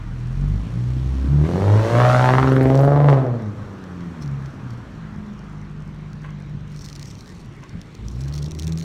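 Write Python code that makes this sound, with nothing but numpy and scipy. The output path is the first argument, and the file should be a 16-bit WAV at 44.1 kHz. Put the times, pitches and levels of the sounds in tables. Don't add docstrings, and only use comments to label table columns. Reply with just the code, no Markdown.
import sys
import numpy as np
from scipy import signal
from scipy.fft import rfft, irfft
from scipy.io import wavfile
from scipy.ndimage import uniform_filter1d

SR = 44100
rng = np.random.default_rng(int(sys.argv[2]) if len(sys.argv) > 2 else 0)


def wav_record(signal):
    frames = np.transpose(np.atleast_2d(signal))
    bounded = np.clip(frames, -1, 1)
    quanta = np.round(bounded * 32767).astype(np.int16)
    wavfile.write(sys.argv[1], SR, quanta)


N = 389837
T = np.arange(N) / SR

# (frequency [Hz], level [dB])
GRIT_TONE = [(1200, -71), (2000, -2.5), (3200, -1.5), (4200, 6), (4900, 6.5), (5600, 8), (7500, -3),
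             (10500, -8), (13000, -13), (15800, -13.5)]
# (time [s], shift [share of the gap between firings])
FIRING_JITTER = [(0, .08), (1.3, .05), (1.6, .018), (1.95, .008), (3.12, .008), (3.22, .05), (3.4, .12),
                 (4.9, .12), (5.4, .05), (6.8, .05), (7.3, .1), (8.1, .05), (8.84, .05)]
# (time [s], level [dB], change per higher harmonic [dB])
HUM_LEVELS = [(0.0, -34.5, -7.5), (0.2, -42.5, 0), (0.45, -25, -4), (0.7, -33.5, -3), (1.2, -28, -3),
              (1.6, -27, 0.75), (2.0, -27.5, 2.23), (2.6, -26, 3.5), (3.12, -25.5, 2), (3.3, -35, 0.7),
              (3.6, -43, -1), (4.1, -42.5, -1), (4.7, -48.5, -2), (5.4, -49, 0.2), (6.5, -49, -0.5),
              (7.2, -49.5, -3.5), (7.92, -59, -9), (8.06, -36, -5), (8.5, -42.5, -0.6), (8.84, -36, -1.5)]


def gain_of(db):
    return 10 ** (np.asarray(db) / 20)


def evened(x):
    return x / np.sqrt(np.mean(x ** 2) + 1e-20)


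def steady(x):
    return x / np.sqrt(abs(uniform_filter1d(x ** 2, size=8000)) + 1e-12)


def drift(samples):
    return evened(uniform_filter1d(uniform_filter1d(rng.standard_normal(N), samples), samples))


def curves(rows):
    times, *columns = np.transpose(rows)
    return [np.interp(T, times, column) for column in columns]


def bumps(rows):
    return sum(db * np.exp(-np.log(16) * ((T - s) / length) ** 2) for s, db, length in rows)


def at_pitch(table, hz):
    frequencies, values = np.transpose(table)
    return np.interp(np.log(hz + 1), np.log(frequencies + 1), values)


def colour(x, tone):
    db = np.maximum(at_pitch(tone, abs(np.fft.fftfreq(8192, 1 / SR))), -100)
    response = np.exp(np.conj(signal.hilbert(np.log(gain_of(db)))))
    taps = np.fft.ifft(response).real[:4096]
    return signal.oaconvolve(x, taps / np.linalg.norm(taps))[:len(x)]


def wash(tone, patchy_db):
    frames, hz = N // 256 + 5, np.fft.rfftfreq(1024, 1 / SR)
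    real, imag, patches = rng.standard_normal((frames, 513, 3)).T
    patches = evened(uniform_filter1d(uniform_filter1d(patches, size=12, axis=0), size=14, axis=1))
    spectra = (real + 1j * imag) * gain_of(at_pitch(tone, hz)[:, None] + patchy_db * patches)
    return evened(signal.istft(spectra, nperseg=1024, noverlap=768)[1][:N])


def ticks(per_s, spread_db, decay):
    sizes = gain_of(spread_db * np.minimum(rng.exponential(1, N), 3))
    hits = sizes * (rng.random(N) < per_s / SR)
    return signal.lfilter([1], [1, -decay], hits) * rng.standard_normal(N)


def night_hum():
    # (frequency [Hz], level [dB])
    night_tone = [(15, -61), (25, -18), (148, 2), (211, -7), (292, -23), (604, -31), (1090, -23.5),
                  (1880, -26), (4340, -38), (4960, -36.5), (5830, -42), (7050, -47.5), (15800, -69)]
    return gain_of(-39.5) * wash(night_tone, patchy_db=2.5)


def knocks(blow_s=0.024):
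    # (time [s], peak [dB])
    blows = [(1.447, -27.5), (6.234, -42), (6.242, -30.5), (6.286, -37.5), (6.318, -46), (7.63, -35.5)]
    # (frequency [Hz], level [dB], time to fade by 60 dB [s])
    tones = [(1114, -4, 0.031), (1594, -2.5, 0.013), (2030, 0.5, 0.0084), (2570, -11, .01)]
    out, t = np.zeros(N), np.arange(4000) / SR
    ring = sum(gain_of(db - 60 * t / fade_s) * np.sin(2 * np.pi * hz * t) for hz, db, fade_s in tones)
    for s, db in blows:
        blow = rng.standard_normal(len(t)) * np.exp(-t / blow_s)
        knock = signal.oaconvolve(blow, ring)[:len(t)]
        out[round(s * SR):][:len(t)] += gain_of(db) * knock / abs(knock).max()
    return out


def grit_scrapes(edge_s=0.09, clump_db=3, ticks_per_s=45):
    # (start [s], length [s], level at the start [dB], level at the end [dB])
    stretches = [(6.677, 0.79, -57, -58.5), (8.05, 0.89, -60.5, -71)]
    # (middle [s], strength [dB], length [s])
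    strokes = [(4.228, -42, 0.039), (4.707, -42, 0.0088), (6.82, -40, .012), (6.85, -38, 0.012),
               (6.96, -39, 0.0092), (7.029, -37, 0.0077), (7.058, -43, 0.011), (7.08, -44, .024),
               (7.112, -38, .014), (8.214, -41, .018), (8.284, -37.5, 0.01), (8.341, -30.5, 0.0072),
               (8.362, -36, .017), (8.387, -35.5, 0.013), (8.425, -39, .011), (8.462, -36, .01),
               (8.597, -39, 0.03), (8.645, -36, 0.016), (8.682, -43, 0.0069), (8.694, -39, 0.016),
               (8.732, -38, .012), (8.787, -29, .006), (8.804, -32, 0.0066), (8.83, -39, 0.02)]
    level = np.zeros(N)
    for s, length, start_db, end_db in stretches:
        corners_s = [0, edge_s, length - edge_s, length]
        level += np.interp(T - s, corners_s, [0, gain_of(start_db), gain_of(end_db), 0])
    tick_rate = ticks_per_s * np.where(level > 0, 7, 1)
    level *= gain_of(clump_db * drift(200))
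    for s, db, length in strokes:
        level += gain_of(db) / 2 * np.exp(-8 * ((T - s) / length) ** 2)
    strays = colour(np.gradient(ticks(tick_rate, spread_db=4, decay=0.97)), GRIT_TONE)
    return level * wash(GRIT_TONE, patchy_db=3.5) + gain_of(-66.5) * evened(strays)


def grit_cracks(width_hz=2500, rise_s=0.0006, fade_s=0.0073):
    # (time [s], peak [dB], pitch [Hz], fizz compared with the burst [dB])
    cracks = [(2.4984, -32, 6310, -21), (2.6284, -39, 3940, -14), (2.7534, -23.5, 3380, -23),
              (2.7756, -24, 3500, -30), (2.7934, -32, 3560, -10), (3.4594, -51, 3840, -15),
              (3.8394, -36, 3400, -20), (4.007, -39, 3500, -25), (4.2228, -31, 5770, -29),
              (4.2597, -37, 4450, -25), (4.2772, -34, 5770, -35), (4.4588, -36, 5290, -25),
              (4.7057, -50, 5760, -22), (5.3844, -50, 3460, -22), (6.1315, -35, 5860, -24),
              (6.7625, -33, 4140, -23), (6.792, -31, 6060, -34), (6.8104, -31, 4300, -24),
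              (6.8433, -31, 5420, -21), (6.8603, -29, 5290, -29), (6.8867, -27, 4240, -50),
              (6.8994, -31, 4560, -24), (6.9282, -25.5, 5990, -30), (6.9531, -29, 5930, -24),
              (6.9614, -29.5, 5380, -27), (6.995, -30, 5620, -24), (7.0135, -37, 6100, -21),
              (7.0279, -25.5, 5370, -29), (7.0564, -36, 5780, -20), (7.1028, -31, 5580, -31),
              (7.1526, -34, 5530, -19), (7.1906, -37, 4380, -19), (7.208, -30, 5400, -26),
              (7.2594, -36, 5420, -28), (7.2774, -31, 4330, -25), (7.2918, -36, 4590, -31),
              (7.637, -35, 6800, -21), (7.6939, -34, 5190, -21), (7.8146, -29.5, 5200, -28),
              (7.9508, -33.5, 5260, -32), (8.0835, -28, 5960, -27), (8.2072, -32, 5340, -22),
              (8.2372, -29, 4640, -25), (8.2811, -36, 5340, -21), (8.325, -30, 6040, -19),
              (8.337, -31, 4360, -20), (8.3524, -28, 5240, -15), (8.3789, -24.5, 5120, -22),
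              (8.4277, -27, 5380, -26), (8.4432, -27, 6200, -29), (8.4836, -33, 6140, -21),
              (8.5096, -28, 5190, -27), (8.5175, -27, 5990, -30), (8.5495, -31, 4660, -21),
              (8.5889, -27, 5390, -22), (8.5959, -23, 4090, -26), (8.6228, -23.5, 4040, -29),
              (8.6323, -26.5, 4170, -24), (8.6692, -25, 3500, -25), (8.6777, -24.5, 5150, -25),
              (8.7226, -21.5, 5450, -29), (8.7745, -25.5, 5940, -25), (8.7844, -36, 5120, -20),
              (8.7969, -30, 6210, -25), (8.8114, -27.5, 3430, -23), (8.8248, -29, 5420, -21)]
    out, t = np.zeros(N), np.arange(1500) / SR
    decay = np.exp(-np.pi * width_hz / SR)
    for s, db, hz, fizz_db in cracks:
        noise = rng.standard_normal(len(t)) * np.minimum(t / rise_s, gain_of(-60 * t / fade_s))
        burst = colour(noise, GRIT_TONE)
        ring = signal.lfilter([1], [1, -2 * decay * np.cos(2 * np.pi * hz / SR), decay ** 2], burst)
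        burst = evened(burst) + 0.38 * evened(ring)
        fizz = signal.lfilter(*signal.butter(3, 8000, "high", fs=SR), noise)
        crack = burst / abs(burst).max() + gain_of(fizz_db) * fizz / abs(fizz).max()
        slot = out[round(s * SR):][:len(t)]
        slot += gain_of(db) * crack[:len(slot)]
    return out


def tyres():
    # (time [s], level [dB])
    rolling_level = [(0, -46.5), (1, -51.5), (2, -28.5), (3, -48), (3.6, -44), (4.2, -44), (5, -46.5),
                     (5.6, -50), (6.5, -53.5), (7.5, -64), (8.84, -57)]
    # (frequency [Hz], level [dB])
    tread_tone = [(150, -21), (300, 1.5), (450, -10.5), (700, -11.5), (1100, -7.5), (1600, -10.5),
                  (2500, -23), (4000, -27.5), (6000, -30.5), (9000, -41), (12000, -41.5), (16000, -54.5)]
    return gain_of(curves(rolling_level)[0]) * wash(tread_tone, patchy_db=1)


def grit_spray(start_s=2.4, end_s=2.9, ticks_per_s=110):
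    flicks = ticks(ticks_per_s * (T > start_s) * (T < end_s), spread_db=5, decay=0.985)
    return gain_of(-50.5) * signal.lfilter(*signal.butter(2, [7500, 14500], "band", fs=SR), flicks)


def throbs(hz=72, length_s=0.06):
    swells = [(2.45, -22), (2.66, -24)]  # (time [s], peak [dB])
    level = sum(gain_of(db) * np.exp(-np.log(16) * ((T - s) / length_s) ** 2) for s, db in swells)
    return level * np.sin(2 * np.pi * hz * T)


def wall_echoes(x, fade_s=0.75):
    echoes = np.zeros(SR)
    delays = np.arange(900, SR - 20, 20) + rng.integers(0, 20, (SR - 901) // 20)
    echoes[delays] = rng.choice([-1., 1.], len(delays)) * gain_of(-60 * delays / SR / fade_s)
    echoes = signal.lfilter([1], [1, -0.6], echoes)
    return signal.fftconvolve(x, echoes / np.linalg.norm(echoes))[:N]


def with_ground_bounce(x):
    # (time [s], delay [ms], share of the direct sound [0-1])
    bounce_path = [(0, 4.4, 0), (1.5, 2.4, 0), (1.8, 1.99, 0.9), (2, 1.72, 0.45), (2.25, 1.2, 0.55),
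                   (2.45, 0.79, 0.37), (2.6, 0.46, 0.8), (2.72, 0.29, 0.17), (2.85, 0.24, 0),
                   (3.3, 0.33, 0), (8.84, 0.22, 0.54)]
    delay_ms, share = curves(bounce_path)
    bounce = np.interp(T - delay_ms / 1000, T, x)
    bounce = signal.lfilter(*signal.butter(1, 4500, fs=SR), bounce)
    return (x + share * bounce) / np.sqrt(1 + share ** 2)


def engine(strong_firing_s=2.7465, bank_db=2):
    # (time [s], firings a second [Hz])
    speed = [(0, 40.4), (0.15, 41.6), (0.24, 40.2), (0.45, 48.45), (0.825, 61.4), (1.05, 64.9), (1.2, 65.1),
             (1.425, 75.3), (1.575, 94.8), (1.65, 100), (1.95, 119.07), (2.025, 123.39), (2.1, 124.92),
             (2.175, 124.74), (2.325, 127.7), (2.4, 131.27), (2.475, 132.66), (2.55, 132.15),
             (2.625, 130.92), (2.7, 132.49), (2.775, 135.7), (2.85, 139.85), (2.925, 142.95), (3.0, 144.95),
             (3.075, 144.2), (3.15, 135.34), (3.375, 113.9), (3.5, 100), (3.6, 103), (3.675, 97.5),
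             (4.125, 83), (4.275, 69.5), (4.375, 69.5), (4.8, 57.75), (5.1, 52.5), (5.55, 50.6),
             (6.15, 50.6), (6.45, 48.8), (6.7, 50), (7.05, 46.9), (7.8, 46.4), (7.9, 43.5), (8.275, 70.1),
             (8.35, 73.7), (8.425, 72.5), (8.5, 78.5), (8.575, 77.2), (8.65, 80.2), (8.84, 82.4)]
    cylinder_db = [3, 2, 1, -.6, -1.8, -3.2]
    # (firings a second [Hz], unevenness [factor])
    unevenness = [(60, 0.45), (126, 0.63), (132, 2.1), (146, 1.6)]
    hz = curves(speed)[0]
    count = np.cumsum(hz) / SR
    count -= count[round(strong_firing_s * SR)]
    shaky_count = count + curves(FIRING_JITTER)[0] * drift(250)
    firing = np.maximum.accumulate(np.floor(shaky_count)).astype(int)
    fronts = np.diff(firing, prepend=firing[0])
    strength_db = at_pitch(unevenness, hz) * np.take(cylinder_db, firing % 6)
    strength_db += bank_db * (-1.) ** firing
    strength_db += 0.5 * rng.standard_normal(2000)[firing - firing.min()]
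    return hz, count, fronts, strength_db


def exhaust_hum(hz, count, strength_db, wavers, lag_s=0.0013):
    # (frequency [Hz], level [dB])
    pipe_tone = [(40.0, 0.5), (55.0, 6), (75.0, 4), (95.0, -2.8), (120.0, 9.5), (146.0, 13), (165.0, 4),
                 (185.0, 2.5), (210.0, 7), (260.0, -0.96), (330.0, -5.5), (400.0, -4.8), (500.0, -12),
                 (620.0, -5.5), (730.0, -18)]
    # (time [s], change [dB], length [s])
    swells = [
        [(.78, -20, 0.13), (1.72, 10, 0.23), (1.88, -5, 0.061), (2.97, -2.5, .2), (3.16, 2, 0.092),
         (3.44, 3.5, 0.087), (4.26, -5, 0.19), (4.64, -24, 0.13), (5.26, -10, .12), (7.2, -7, .7),
         (8.08, -0.5, 0.043), (8.68, 10, 0.24)],
        [(.62, -24, .08), (1.14, -8, 0.18), (1.24, -27, 0.065), (1.8, -16, 0.31), (2.16, -8, 0.21),
         (3.7, -1.5, 0.34), (4.02, 9, 0.096), (4.34, 11, 0.09), (5.18, -23, 0.29), (6.1, -6, 0.71),
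         (6.86, -12, 0.24), (8.14, -8, 0.039), (8.24, 4.5, 0.06), (8.6, -9, 0.061), (8.7, 9.5, 0.15)],
        [(.7, 5.5, .15), (1.12, -13.5, 0.77), (2.12, -12, .27), (3.6, -1, 0.21), (5., 6.5, .15),
         (5.24, -14, 0.16), (6., 1.5, 1.4), (8.48, -22, .6)],
        [(.52, -19, 0.48), (2.4, -8, 0.13), (2.82, 3., 0.17), (3.6, -4.5, 0.44), (5.9, 5.5, 1.07),
         (7.5, -7, .6)],
        [(.2, -15, .5), (2.08, 3, 0.19), (2.3, 3., .15), (2.5, -17.5, 0.33), (2.95, 5.5, 0.2), (3.5, -8, 0.41),
         (5.8, -18.5, 2.7), (7.6, -8, 1)],
    ]
    hum_db, tilt_db = curves(HUM_LEVELS)
    waver_db = 18 * curves(FIRING_JITTER)[0]
    late = count - lag_s * hz
    depth_db = uniform_filter1d(np.interp(late + 0.5, count, strength_db), size=80)
    hum = np.zeros(N)
    for k, waver in enumerate(wavers):
        db = hum_db + k * tilt_db + at_pitch(pipe_tone, (k + 1) * hz) + bumps(swells[k])
        db += waver_db * waver + 0.31 * k * depth_db
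        hum -= np.sqrt(2) * gain_of(db) * np.cos(2 * np.pi * (k + 1) * late)
    return hum


def exhaust(puff_share=0.068, steady_flow=0.52, pop_s=0.047):
    # (time [s], bark level [dB], rasp level [dB])
    tailpipe_levels = [(0, -87, -60.5), (.4, -54.5, -53), (1.2, -51, -49.5), (1.4, -40, -50),
                       (1.5, -32, -44), (1.7, -23, -41.5), (1.85, -29.5, -37), (2.02, -16.5, -36),
                       (2.1, -21, -32.5), (2.3, -18.5, -36), (2.4, -21, -39.5), (2.5, -26, -41.5),
                       (2.6, -20, -45.5), (2.8, -24, -45), (3.0, -20.5, -51), (3.2, -27.5, -51.5),
                       (3.3, -31.5, -70), (3.42, -49.5, -78), (4.3, -55, -85.5), (6, -68.5, -79),
                       (7.5, -68, -62), (7.95, -68.5, -57), (8.4, -54.5, -59.5), (8.84, -60, -72)]
    # (time [s], extra snap [dB])
    sharpness = [(1.4, -1.5), (1.7, -2.), (2, 1), (2.2, 1.), (2.4, 3.5), (2.55, 2.5), (2.7, 0.5),
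                 (2.85, -5), (3, 2.5), (3.2, -1.5), (3.4, 0.)]
    # (frequency [Hz], level [dB])
    bark_tone = [(150, -42.5), (300, 2.5), (500, 10.5), (750, 4), (950, -5.5), (1300, 4), (2500, -22),
                 (6000, -78.5)]
    snap_tone = [(500, -56), (900, -3.5), (1300, 10), (2000, -6.5), (3000, -19), (5000, -32), (9000, -68.5),
                 (14000, -69)]
    rasp_tone = [(300, -21), (700, -9), (1500, -8), (3000, -11.5), (5000, -13.5), (7000, -21),
                 (11000, -27.5), (16000, -36)]
    roar_tone = [(120, -35.5), (250, 4.5), (400, -0.5), (600, -8), (900, -10), (1300, -8), (2000, -27),
                 (4000, -66.5)]
    chug_tone = [(25, -48), (50, 10), (100, 15), (200, 12.5), (350, -5), (600, -30.5), (1500, -101.5)]
    bark_db, rasp_db = curves(tailpipe_levels)
    pop_db = bumps([(3.095, 7.8, pop_s), (3.131, 4.2, pop_s)])
    bark_change, rasp_change, hum_change = bark_db + 20, rasp_db + 33, curves(HUM_LEVELS)[0] + 26
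    snap_db = -18.5 + curves(sharpness)[0] + bark_change + 0.36 * rasp_change + 1.4 * pop_db
    roar_db = -32.5 + 0.33 * bark_change + 0.1 * rasp_change
    chug_db = -31.5 + 0.65 * hum_change + 0.1 * rasp_change

    wavers = [drift(2500) for _ in range(5)]
    hz, count, fronts, strength_db = engine()
    hum = exhaust_hum(hz, count, strength_db, wavers)
    strength = gain_of(strength_db)
    usual = uniform_filter1d(strength, size=6000)
    harmonics = sum(np.cos(2 * np.pi * k * count) for k in range(1, 6))
    upper = strength * fronts - usual * 2 * hz / SR * harmonics
    bark = gain_of(bark_db + pop_db) * steady(colour(-upper, bark_tone))
    snap = gain_of(snap_db) * steady(colour(-strength ** 1.35 * fronts, snap_tone))
    puffs = np.exp(-(count % 1) / puff_share)
    jet = strength ** 0.19 * (steady_flow + puffs) * rng.standard_normal(N)
    rasp = gain_of(rasp_db + pop_db) * steady(colour(jet, rasp_tone))
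    roar = gain_of(roar_db) * steady(colour(jet, roar_tone))
    chug = gain_of(chug_db) * steady(colour((strength - usual) * fronts, chug_tone))
    return hum + chug, bark + snap + rasp + roar


def scene():
    low, high = exhaust()
    car = low + with_ground_bounce(high)
    mix = car + tyres() + night_hum() + gain_of(-13) * wall_echoes(car)
    mix += grit_scrapes() + grit_cracks() + knocks() + throbs() + grit_spray()
    return mix[None]


def record(dry, ceiling=1.1, top_hz=15850):
    # (frequency [Hz], level [dB])
    housing_tone = [(20, 2), (4400, -1), (4950, -5.5), (5500, 0), (9600, -0.5), (10500, -6.5),
                    (11400, -2.5), (22050, -7)]
    heard = irfft(rfft(dry) * gain_of(at_pitch(housing_tone, np.fft.rfftfreq(N, 1 / SR))), N)
    rounded = ceiling * np.tanh(heard / ceiling)
    top_cut = signal.firwin(1535, top_hz, window=("kaiser", 9), fs=SR)
    return signal.oaconvolve(rounded, top_cut[None], "same")


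dry = scene()
out = record(dry)
wav_record(out)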